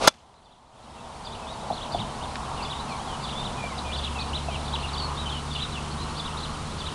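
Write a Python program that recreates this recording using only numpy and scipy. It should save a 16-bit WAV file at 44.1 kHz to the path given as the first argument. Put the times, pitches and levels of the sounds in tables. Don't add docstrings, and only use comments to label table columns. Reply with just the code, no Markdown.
import sys
import numpy as np
from scipy import signal
from scipy.fft import rfft, irfft, next_fast_len
from scipy.io import wavfile
from scipy.ndimage import minimum_filter1d

SR = 44100
rng = np.random.default_rng(int(sys.argv[2]) if len(sys.argv) > 2 else 0)


def wrap_up_sound(samples):
    columns = np.atleast_2d(samples).T
    tamed = np.clip(columns, -1, 1)
    steps = np.round(tamed * 32767).astype(np.int16)
    wavfile.write(sys.argv[1], SR, steps)


N = 306054
TIME = np.arange(N) / SR

# start_s, crack_db, crack_t60_s, ring_db
CLUB_CONTACTS = [(0.0733, -13.5, .045, -26.5), (0.0763, 4.5, 0.035, 6), (0.0794, 1.5, 0.013, -15),
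                 (0.083, 2, 0.016, -14), (0.0902, -7, .012, -32)]
# start_s, level_db
SPARROW_CHIRPS = [(0.433, -36.5), (1.242, -34), (1.914, -31.5), (2.622, -31), (3.22, -36), (3.964, -34),
                  (4.654, -36.5), (5.526, -34), (6.17, -33), (6.78, -34.5)]
# top_s, top_hz, rise_s, level_db
BIRD_TWEETS = [(.378, 4250, 0.019, -46), (.575, 4130, .03, -43.5), (1.742, 4500, 0.026, -40),
               (1.77, 4150, .005, -41), (1.832, 3900, 0.032, -40), (2.24, 3740, .03, -43.5),
               (3.278, 3900, 0.0043, -39), (3.398, 4530, 0.0048, -45), (3.46, 3980, 0.03, -39.5),
               (3.777, 5200, .005, -43), (3.947, 4070, .032, -34), (4.04, 4020, .027, -39),
               (4.063, 3650, 0.0082, -36), (4.212, 4550, 0.024, -34), (4.362, 4130, .032, -32),
               (4.742, 4020, 0.0088, -32), (4.812, 4580, 0.018, -42.5), (4.887, 4250, .02, -40),
               (4.937, 4750, 0.0075, -38), (4.99, 4010, .025, -38), (6.39, 4450, 0.021, -41),
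               (6.44, 4230, 0.02, -37)]
# start_s, length_s, first_hz, final_hz, level_db
BIRD_SLURS = [(.95, .07, 2875, 2620, -49), (1.42, 0.043, 2650, 2530, -46),
              (2.571, 0.054, 3050, 2550, -44.5), (2.878, 0.077, 2800, 2220, -45),
              (2.89, 0.049, 4500, 4140, -48), (3.065, .1, 3520, 2880, -43), (3.568, .11, 2535, 2330, -42),
              (3.691, .05, 2390, 2040, -47), (3.844, 0.088, 2510, 2370, -41.5),
              (4.151, 0.091, 2770, 2420, -41), (4.477, 0.078, 2770, 2280, -42.5),
              (4.973, 0.064, 4720, 4300, -36.5), (5.256, 0.026, 3190, 3020, -32),
              (5.29, 0.021, 4360, 3280, -38), (5.306, 0.088, 3400, 2880, -39.5),
              (5.506, .027, 3890, 3320, -37), (5.548, 0.023, 3170, 2800, -36),
              (5.721, 0.04, 4100, 3340, -39.5), (5.752, .046, 3150, 2520, -39)]
# start_s, length_s, held_hz, sag_share, level_db
BIRD_WHISTLES = [(1.469, 0.079, 3800, 0.012, -41), (2.725, 0.07, 3790, 0.16, -43),
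                 (2.786, 0.031, 3950, 0, -40.5), (3.329, 0.11, 3560, 0, -39.5),
                 (3.779, 0.024, 3900, .02, -39.5), (4.503, 0.064, 3170, 0.22, -37.5),
                 (4.829, 0.036, 2850, 0.17, -38), (5.02, 0.048, 4420, 0.051, -38),
                 (5.169, 0.059, 3870, 0.039, -36), (5.582, .024, 3200, 0, -36),
                 (5.601, 0.056, 3930, 0.12, -34.5), (5.9, 0.039, 4400, 0.058, -42.5),
                 (5.995, 0.046, 4060, .02, -39.5)]


def from_db(db):
    return 10 ** (np.asarray(db) / 20)


def unit_rms(x):
    return x / np.sqrt(np.mean(x ** 2) + 1e-20)


def curves(rows):
    times, *columns = np.transpose(rows)
    return [np.interp(TIME, times, column) for column in columns]


def lowpass(x, hz, order=2):
    return signal.sosfilt(signal.butter(order, hz, fs=SR, output="sos"), x)


def noise(spectrum, size=N):
    hz, db = np.transpose(spectrum)
    n = next_fast_len(size)
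    bins_hz = np.maximum(np.arange(n // 2 + 1) * SR / n, 1)
    colour = from_db(np.interp(np.log(bins_hz), np.log(hz), db))
    skirts = np.minimum(1, bins_hz / hz[0]) ** 2 * np.minimum(1, hz[-1] / bins_hz) ** 8
    return unit_rms(irfft(rfft(rng.standard_normal(n)) * colour * skirts, n)[:size])


def drift(hz):
    n = N // 16 + 2
    bins_hz = np.arange(n // 2 + 1) * SR / N
    slow = irfft(rfft(rng.standard_normal(n)) / (1 + (bins_hz / hz) ** 2), n)
    return np.interp(TIME, np.linspace(0, N / SR, n), unit_rms(slow))


def add(out, start_s, sound):
    i = max(0, round(start_s * SR))
    out[i:i + len(sound)] += sound[:N - i]


def decay(t, t60_s):
    return from_db(-60 * t / t60_s)


def swish():
    # time_s, level_db
    swing = [(0, -44), (.018, -28.5), (.05, -21), (.072, -26), (.095, -22.5), (.13, -39), (.18, -51)]
    # frequency_hz, density_db
    eddy_spectrum = [(60, -19), (130, -14), (300, -8), (550, 2), (850, -7), (1200, -2), (1750, -19),
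                     (2600, -12), (4000, -13), (6500, -17.5), (7500, -25.5), (10000, -22), (12000, -41.5)]
    level_db, = curves(swing)
    return from_db(level_db) * noise(eddy_spectrum)


def road(half_width_hz=220, flutter_db=1.1):
    # time_s, centre_hz, level_db
    traffic = [(2.05, 833.2, -35), (2.52, 947.3, -36.5), (3.95, 855, -37), (4.12, 976.3, -37.5),
               (4.54, 807.2, -40.5), (5.14, 1020, -37), (5.54, 894, -43), (6.35, 1060, -39),
               (6.85, 1024, -43.5)]
    centre_hz, level_db = curves(traffic)
    baseband = lowpass(rng.standard_normal(N) + 1j * rng.standard_normal(N), half_width_hz)
    carrier = np.exp(2j * np.pi * np.cumsum(centre_hz) / SR)
    return from_db(level_db + flutter_db * drift(3.6)) * unit_rms(np.real(baseband * carrier))


def engine(waver_share=.006, throb_db=.1):
    # time_s, firing_hz
    speed = [(3.7, 70.64), (4.5, 70.76), (5.97, 73.47), (6.21, 75.76), (6.6, 76.3)]
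    # time_s, fundamental_db, overtones_db
    loudness = [(0, -50.5, -52), (2.4, -44, -45.5), (3.5, -50.5, -41.5), (3.95, -34.5, -53),
                (4.4, -36.5, -38.5), (4.8, -34.5, -39.5), (5.8, -39.5, -38), (6.94, -43, -42.5)]
    # multiple, relative_db
    overtones = [(2, -1.5), (3, -20.5), (4, -20)]
    firing_hz, = curves(speed)
    fundamental_db, overtones_db = curves(loudness)
    phase = 2 * np.pi * np.cumsum(firing_hz * (1 + waver_share * drift(5.3))) / SR
    orders = [(1, fundamental_db)] + [(k, overtones_db + db) for k, db in overtones]
    return np.sqrt(2) * sum(from_db(db + throb_db * drift(4.5)) * np.sin(k * phase) for k, db in orders)


def breeze(air_db=-38.5, wind_db=-39, lumps_db=.5, bump_db=9, bump_s=2, bump_width_s=.06):
    # frequency_hz, density_db
    air_spectrum = [(200, -2.5), (270, -5), (330, -4), (460, -4), (560, -9), (700, -7), (1300, -5),
                    (1700, -13.5), (2200, -14.5), (4000, -14), (6500, -19), (10000, -18.5), (11000, -31),
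                    (12300, -32)]
    # frequency_hz, density_db
    wind_spectrum = [(20, -1.5), (35, -1.5), (70, -1), (110, -2), (180, -6), (240, -2), (320, -27)]
    bump = np.exp(-((TIME - bump_s) / bump_width_s) ** 2)
    rumble_db = wind_db + bump_db * bump + lumps_db * drift(4.2)
    return from_db(air_db) * noise(air_spectrum) + from_db(rumble_db) * noise(wind_spectrum)


def bird_tone(hz, waver_share):
    unsteady = unit_rms(lowpass(rng.standard_normal(len(hz)), 260))
    return np.sqrt(2) * np.sin(2 * np.pi * np.cumsum(hz * (1 + waver_share * unsteady)) / SR)


def glide(length_s, start_hz, middle_hz, end_hz):
    u = np.linspace(-1, 1, int(length_s * SR))
    hz = middle_hz + (end_hz - start_hz) / 2 * u + ((start_hz + end_hz) / 2 - middle_hz) * u ** 2
    return (1 - u ** 2) ** .4 * bird_tone(hz, waver_share=.009)


def among_trees(x, scatter_db, t60_s, build_s=.0018):
    # delay_s, level_db
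    echoes = [(.014, -16), (.031, -14), (.047, -19)]
    t = TIME[:SR // 2]
    tail = rng.standard_normal(len(t)) * decay(t, t60_s) * (1 - np.exp(-t / build_s))
    response = from_db(scatter_db) * tail / np.linalg.norm(tail)
    response[0] = 1
    for delay_s, db in echoes:
        add(response, delay_s, from_db([db]))
    return signal.fftconvolve(x, response)[:N]


def far_birds(count=260, low_hz=2700, high_hz=4400, spread_db=10, level_db=-50):
    out = np.zeros(N)
    for k, (when, length, height, slope, arch, loud) in enumerate(rng.random((count, 6))):
        hz = low_hz * (high_hz / low_hz) ** height
        sweep = (.07 + .12 * slope) * (-1) ** k
        droop = .12 * arch
        note = glide(.015 + .03 * length, hz * (1 - sweep - droop), hz, hz * (1 + sweep - droop))
        add(out, (k + when) / (count + 1) * N / SR, from_db(spread_db * loud) * note)
    return from_db(level_db) * unit_rms(among_trees(out, scatter_db=-5.5, t60_s=.22))


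def strike():
    # pitch_hz, level_db, t60_s
    modes = [(618, -5, .04), (880, -5.5, 0.037), (1356, 1, 0.025), (2360, -13.5, 0.056),
             (2830, -12.5, 0.04), (3450, -11.5, 0.083), (4024, -4, 0.027), (4940, -10, .034),
             (5590, -20, 0.031), (6030, -19, 0.045), (6660, -16.5, 0.033), (7600, -16, 0.029),
             (10000, -18.5, 0.025)]
    # frequency_hz, density_db
    crack_spectrum = [(60, -14), (250, -1), (600, -2), (1500, 0), (1900, -9.5), (3600, -2.5), (6500, -3.5),
                      (7300, -17.5), (8200, -3), (10000, -18.5), (12000, -32)]
    out, t = np.zeros(N), TIME[:SR // 8]
    ring = sum((-1) ** k * from_db(db) * np.sin(2 * np.pi * hz * t) * decay(t, t60_s)
               for k, (hz, db, t60_s) in enumerate(modes))
    for start_s, crack_db, t60_s, ring_db in CLUB_CONTACTS:
        crack = noise(crack_spectrum, len(t)) * decay(t, t60_s)
        add(out, start_s, from_db(ring_db) * ring + from_db(crack_db) * crack)
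    return out


def divot(level_db=-30.5, t60_s=.5, grains_per_s=3500, low_hz=1200, high_hz=6000):
    out, t = np.zeros(N), TIME[:SR // 2]
    grains = (rng.random(len(t)) < grains_per_s / SR) * rng.standard_normal(len(t))
    rustle = lowpass(grains - lowpass(grains, low_hz, order=1), high_hz)
    add(out, CLUB_CONTACTS[-1][0], from_db(level_db) * unit_rms(rustle) * decay(t, t60_s))
    return out


def ticks(t60_s=.02, low_hz=1800, high_hz=5400):
    # start_s, level_db
    snaps = [(0.141, -27), (.204, -33), (0.341, -31), (2.356, -26)]
    out, t = np.zeros(N), TIME[:SR // 16]
    for start_s, db in snaps:
        add(out, start_s, from_db(db) * noise([(low_hz, 0), (high_hz, -5)], len(t)) * decay(t, t60_s))
    return out


def tweet(top_hz, rise_s, fall_s=.022, full_rise_s=.03, depth_share=.34, roundness=1.1):
    t = TIME[:int((rise_s + fall_s) * SR)] - rise_s
    from_top = np.maximum(-t / full_rise_s, t / fall_s)
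    hz = top_hz * (1 - depth_share * from_top ** roundness)
    envelope = (1 - np.linspace(-1, 1, len(t)) ** 2) ** .36
    return envelope * bird_tone(hz, waver_share=.011)


def slur(length_s, first_hz, final_hz):
    return glide(length_s, first_hz, final_hz + .33 * (first_hz - final_hz), final_hz)


def songbirds(whistle_rise_share=.1083):
    out = np.zeros(N)
    for top_s, top_hz, rise_s, db in BIRD_TWEETS:
        add(out, top_s - rise_s, from_db(db) * tweet(top_hz, rise_s))
    for start_s, length_s, first_hz, final_hz, db in BIRD_SLURS:
        add(out, start_s, from_db(db) * slur(length_s, first_hz, final_hz))
    for start_s, length_s, hz, sag_share, db in BIRD_WHISTLES:
        whistle = glide(length_s, hz * (1 - whistle_rise_share), hz, hz * (1 - sag_share))
        add(out, start_s, from_db(db) * whistle)
    return out


def call_blur(per_call=3, relative_db=-12.5, spread_db=5.5, early_s=.04, late_s=.08,
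              low_hz=2900, high_hz=4900, longest_rise_s=.035):
    out = np.zeros(N)
    calls = SPARROW_CHIRPS + BIRD_TWEETS + BIRD_SLURS + BIRD_WHISTLES
    for call_s, *_, db in calls * per_call:
        when, height, rise, faint = rng.random(4)
        note = tweet(low_hz * (high_hz / low_hz) ** height, rise * longest_rise_s)
        start_s = call_s - early_s + when * (early_s + late_s)
        add(out, start_s, from_db(db + relative_db - spread_db * faint) * note)
    return out


def sparrow(trail_after_s=.02, trail_db=-4):
    # top_after_s, top_hz, rise_s, relative_db
    syllables = [(.016, 4870, .016, -6.5), (.092, 3955, .021, -4.5)]
    out = np.zeros(N)
    for start_s, db in SPARROW_CHIRPS:
        for top_after_s, top_hz, rise_s, relative_db in syllables:
            add(out, start_s + top_after_s - rise_s, from_db(db + relative_db) * tweet(top_hz, rise_s))
        trail = slur(length_s=.0231, first_hz=3740, final_hz=3380)
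        add(out, start_s + trail_after_s, from_db(db + trail_db) * trail)
    return out


def near_birds(flutter_db=2.5, rasp_db=1.5):
    singers = sparrow() + songbirds()
    flutter = from_db(flutter_db * drift(73) + rasp_db * drift(280))
    return among_trees(singers * flutter + call_blur(), scatter_db=-9, t60_s=.23)


def knocks(rise_s=.00088, ring_db=4.5, ring_t60_s=.035, thud_db=-15, thud_t60_s=.13):
    # start_s, level_db, pitch_hz
    blows = [(1.7025, -16, 806), (1.7085, -16, 688), (1.727, -23, 725), (1.9465, -13, 700),
             (1.9565, -24.5, 794), (3.639, -25.5, 714), (4.4855, -22, 695), (4.739, -24.5, 924)]
    out, t = np.zeros(N), TIME[:SR // 8]
    onset = 1 - np.exp(-t / rise_s)
    for start_s, db, hz in blows:
        ring = from_db(ring_db) * decay(t, ring_t60_s) * np.sin(2 * np.pi * hz * t)
        thud = from_db(thud_db) * decay(t, thud_t60_s) * noise([(70, 0), (600, -3)], len(t))
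        add(out, start_s, from_db(db) * onset * (ring + thud))
    return out


def scene():
    shot = swish() + strike() + divot() + ticks()
    return (shot + knocks() + near_birds() + far_birds() + road() + engine() + breeze())[None]


def gain_control(x, threshold_db=-16.5, hold_s=.61, release_s=.98, attack_s=.0097):
    power = signal.lfilter(np.ones(256) / 256, 1, x ** 2)
    level = np.sqrt(np.maximum(power, 1e-12))
    cut = np.maximum(1 - from_db(threshold_db) / level, 1e-9)
    half_hold = int(hold_s * SR / 2)
    held = -minimum_filter1d(-cut, 2 * half_hold + 1, origin=half_hold, mode="constant")
    released = np.exp(np.maximum.accumulate(np.log(held) + TIME / release_s) - TIME / release_s)
    pole = np.exp(-1 / (attack_s * SR))
    log_gain = signal.lfilter([1 - pole], [1, -pole], np.log(1 - released))
    return x * np.exp(log_gain)


def record(dry, microphone_hz=11300, clip_level=.7, soften_hz=11000, cutoff_hz=16200):
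    ducked = gain_control(lowpass(dry[0], microphone_hz, order=10))
    clipped = np.clip(ducked, -clip_level, clip_level)
    softened = lowpass(clipped, soften_hz, order=1)
    return signal.fftconvolve(softened, signal.firwin(201, cutoff_hz, fs=SR), "same")[None]


dry = scene()
out = record(dry)
wrap_up_sound(out)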